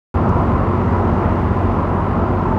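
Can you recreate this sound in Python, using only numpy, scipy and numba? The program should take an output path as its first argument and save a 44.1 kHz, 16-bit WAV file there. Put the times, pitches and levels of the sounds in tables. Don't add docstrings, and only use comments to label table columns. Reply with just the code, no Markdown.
import sys
import numpy as np
from scipy import signal
from scipy.fft import rfft, irfft
from scipy.io import wavfile
from scipy.ndimage import uniform_filter1d
from numba import njit

SR = 44100
rng = np.random.default_rng(int(sys.argv[2]) if len(sys.argv) > 2 else 0)


def boost(x):
    u = np.asarray(x, float) / 20
    return 10 ** u


def master_out(mix):
    frames = np.transpose(np.atleast_2d(mix))
    ceiling = np.clip(frames, -1, 1)
    pcm = np.round(ceiling * 32767).astype(np.int16)
    wavfile.write(sys.argv[1], SR, pcm)


N = 113778

# start_s, length_s, from_hz, to_hz, level_db
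WHISTLES = [
    (.52, .07, 1050, 1020, -29),
    (.92, .1, 990, 960, -31),
    (1.9, .16, 960, 945, -32),
    (2.4, .26, 940, 850, -28),
]
WHISTLE_WOBBLE_HZ = 8
MOAN_HZ, MOAN_WANDER_RATIO, MOAN_WIDTH_HZ, MOAN_DB = 1030, .08, 60, -37

# start_s, level_db, pitch_hz
DROPS = [
    (.291, -45.5, 5860),
    (.416, -58, 9000),
    (2.291, -53, 4870),
]
DROP_PEAK_S = .002

# frequency_hz, level_db
WASH_COLOUR = [(26, -46), (42, -7.5), (96, -8), (225, -7.5), (290, -12.5), (358, -9), (470, -15),
               (1000, -15.5), (1350, -20.5), (1800, -51.5)]
# frequency_hz, level_db
SPRAY_COLOUR = [(900, -29), (1400, -5), (1900, -10), (3100, -24.5), (4500, -33.5), (7000, -41),
                (11000, -51.5), (16000, -51)]
# centre_hz, width_hz, lift_db
CASE_MODES = [(628, 17, 2), (1023, 57, 4.5), (2000, 89, 2.5), (2830, 440, 2.5), (4740, 500, 2.5),
              (6100, 750, 1), (10800, 1500, 4.5)]
# time_s, wash_db, spray_db, engine_db
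GUSTS = [(.14, 0.5, 0.5, -0.5), (.3, 2, -.5, -0.5), (.55, 1.1, 0.5, -1), (.8, 0, 0, 0), (1, 1, .5, -1),
         (1.25, 1, 1.5, 0), (1.5, -1, .5, 2), (1.8, 0, 0, -0.5), (2.05, 0, 0, -1), (2.2, 1, -1, -2),
         (2.55, 0.2, -0.5, -0.5)]
WASH_DB, SPRAY_DB = -18.5, -37.5
SWELL_DB, FLICKER_DB, CALM_BELOW_HZ = -0.32, 1.08, 550
PUFF_DB, PUFF_LAG_CYCLES = .75, 0.45

# time_s, twice_firing_rate_hz
ENGINE_SPEED = [(.14, 92.8), (.6, 93.35), (1, 93.2), (1.4, 92.75), (1.8, 92.3), (2.2, 92.2), (2.58, 92.7)]
CRANK_START_TURNS = .45
CRANK_ORDERS = [3, 4.655, 5, 6, 7, 7.5, 9, 12, 13, 15, 16, 23]
# level_db_rms, change_over_scene_db
ORDER_LEVELS = [(-31, 4), (-28, -7), (-31, 0), (-21.5, -3), (-35, -9), (-34, 9), (-31, -6), (-29, -1),
                (-38, 9), (-28.5, -4), (-31, -1), (-35, 0)]
HUM_WANDER_DB, HUM_WANDER_HZ = .8, 5
CYLINDER_BLOW_DB = [3, -14.5, -15, 3, -7, -10.5]
# centre_hz, width_hz, level_db
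HULL_MODES = [(182.2, 123, -5), (345, 49, -4.5), (605, 140, -13.5), (1055, 590, -14)]
KNOCK_DB, KNOCK_SCATTER_DB, KNOCK_LEAD_TURNS, BLOW_S = -30, 2.5, 0.0405, .0007

OPEN_S, GLITCH_S, GLITCH_DB = .1416, .1523, -33


def level(x, db):
    return x * boost(db) / np.sqrt(np.mean(x ** 2))


@njit
def svf(x, hz, width_hz):
    y, b, l = np.empty(len(x)), 0., 0.
    for i in range(len(x)):
        g, k = np.tan(np.pi * hz[i] / SR), width_hz / hz[i]
        v = (b + g * (x[i] - l)) / (1 + g * (g + k))
        b, l, y[i] = 2 * v - b, l + 2 * g * v, k * v
    return y


def resonate(x, hz, width_hz):
    centre_hz = np.zeros(N) + hz
    once = svf(x, centre_hz, 1. * width_hz)
    return svf(once, centre_hz, 1. * width_hz)


def walk(rate_hz):
    hold = int(SR / rate_hz)
    steps = np.repeat(rng.standard_normal(N // hold + 1), hold)
    return uniform_filter1d(uniform_filter1d(steps, hold), hold)[:N]


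def curve(table, column):
    rows = np.array(table)
    return np.interp(np.arange(N) / SR, rows[:, 0], rows[:, column])


def rigging():
    t = np.arange(N) / SR
    moan_hz = MOAN_HZ * (1 + MOAN_WANDER_RATIO * walk(11))
    moan = resonate(rng.standard_normal(N), moan_hz, MOAN_WIDTH_HZ)
    out = level(moan * boost(5.7 * walk(14)), MOAN_DB)
    for start_s, length_s, from_hz, to_hz, db in WHISTLES:
        part = np.clip((t - start_s) / length_s, 0, 1)
        hz = from_hz + (to_hz - from_hz) * np.sqrt(part) + WHISTLE_WOBBLE_HZ * walk(40)
        tone = np.sin(2 * np.pi * np.cumsum(hz) / SR)
        swell = np.sqrt(2 * np.sin(np.pi * part) + 1e-12)
        out = out + boost(db + 1.5 * walk(25)) * tone * swell
    return out


def drops():
    out, t = 0, np.arange(N) / SR
    for start_s, db, hz in DROPS:
        age = np.clip(t - start_s, 0, 1) / DROP_PEAK_S
        burst = rng.standard_normal(N) * np.exp(1 - age) * age
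        out = out + boost(db) * 2 * resonate(burst, hz, 0.59 * hz)
    return out


def patchy_noise(colour, level_db, pulse_db, count):
    rows, hz = np.array(colour), np.fft.rfftfreq(N, 1 / SR) + 1e-3
    log_hz, log_rows = np.log(hz), np.log(rows[:, 0])
    colour_db = np.interp(log_hz, log_rows, rows[:, 1], left=-90, right=-90)
    case_db = sum(db / (1 + (2 * (hz - top) / width) ** 2) for top, width, db in CASE_MODES)
    spectrum = rfft(rng.standard_normal(N)) * boost(colour_db + case_db)
    centres = np.linspace(log_rows[0], log_rows[-1], count)
    spacing = centres[1] - centres[0]
    out, swell = 0, walk(1.7)
    for centre in centres:
        share = np.clip(1 - abs(log_hz - centre) / spacing, 0, 1)
        calm = min(np.exp(centre) / CALM_BELOW_HZ, 1)
        gain_db = (SWELL_DB * swell + FLICKER_DB * walk(14)) * calm + pulse_db
        out = out + irfft(spectrum * share, N) * boost(gain_db)
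    return level(out, level_db)


def sea(turns):
    firing_cycles = turns * len(CYLINDER_BLOW_DB) / 2
    puff_db = PUFF_DB * np.cos(2 * np.pi * (firing_cycles - PUFF_LAG_CYCLES))
    wash = patchy_noise(WASH_COLOUR, WASH_DB, puff_db + curve(GUSTS, column=1), count=16)
    spray = patchy_noise(SPRAY_COLOUR, SPRAY_DB, puff_db + curve(GUSTS, column=2), count=10)
    return wash + spray


def crank_hum(turns):
    progress = np.arange(N) / N - .5
    out = 0
    for order, (db, change_db) in zip(CRANK_ORDERS, ORDER_LEVELS):
        gain = np.sqrt(2) * boost(db + change_db * progress + HUM_WANDER_DB * walk(HUM_WANDER_HZ))
        out = out - gain * np.cos(2 * np.pi * order * turns)
    return out


def firing_knock(turns):
    firing = np.floor(3 * (turns + KNOCK_LEAD_TURNS)).astype(int)
    at = np.flatnonzero(np.diff(firing)) + 1
    scatter_db = KNOCK_SCATTER_DB * rng.standard_normal(len(at))
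    blows = np.zeros(N)
    blows[at] = boost(np.array(CYLINDER_BLOW_DB)[firing[at] % 6] + scatter_db)
    blow_samples = int(BLOW_S * SR)
    blows = uniform_filter1d(uniform_filter1d(blows, blow_samples), blow_samples)
    ringing = 0
    for k, (hz, width_hz, db) in enumerate(HULL_MODES):
        sign = (-1) ** (k + 1)
        ringing = ringing + sign * boost(db) * resonate(blows, hz, width_hz)
    return level(ringing, KNOCK_DB)


def engine(turns):
    return (crank_hum(turns) + firing_knock(turns)) * boost(curve(GUSTS, column=3))


def scene():
    turns = np.cumsum(curve(ENGINE_SPEED, column=1)) / 6 / SR + CRANK_START_TURNS
    return (rigging() + drops() + sea(turns) + engine(turns))[None]


def band_limit(x):
    return signal.sosfilt(signal.butter(12, 15720, fs=SR, output="sos"), x)


def record(dry):
    t = np.arange(N) / SR
    since_open_s = t - OPEN_S
    opened = np.clip(since_open_s / .0003, 0, 1) * np.clip(.5 + since_open_s / .03, 0, 1)
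    jumps = sum(np.exp(-np.clip(t - s, 0, 1) / .0004) * (t >= s) for s in (OPEN_S, GLITCH_S))
    return band_limit(dry * opened - boost(GLITCH_DB) * jumps)


dry = scene()
out = record(dry)
master_out(out)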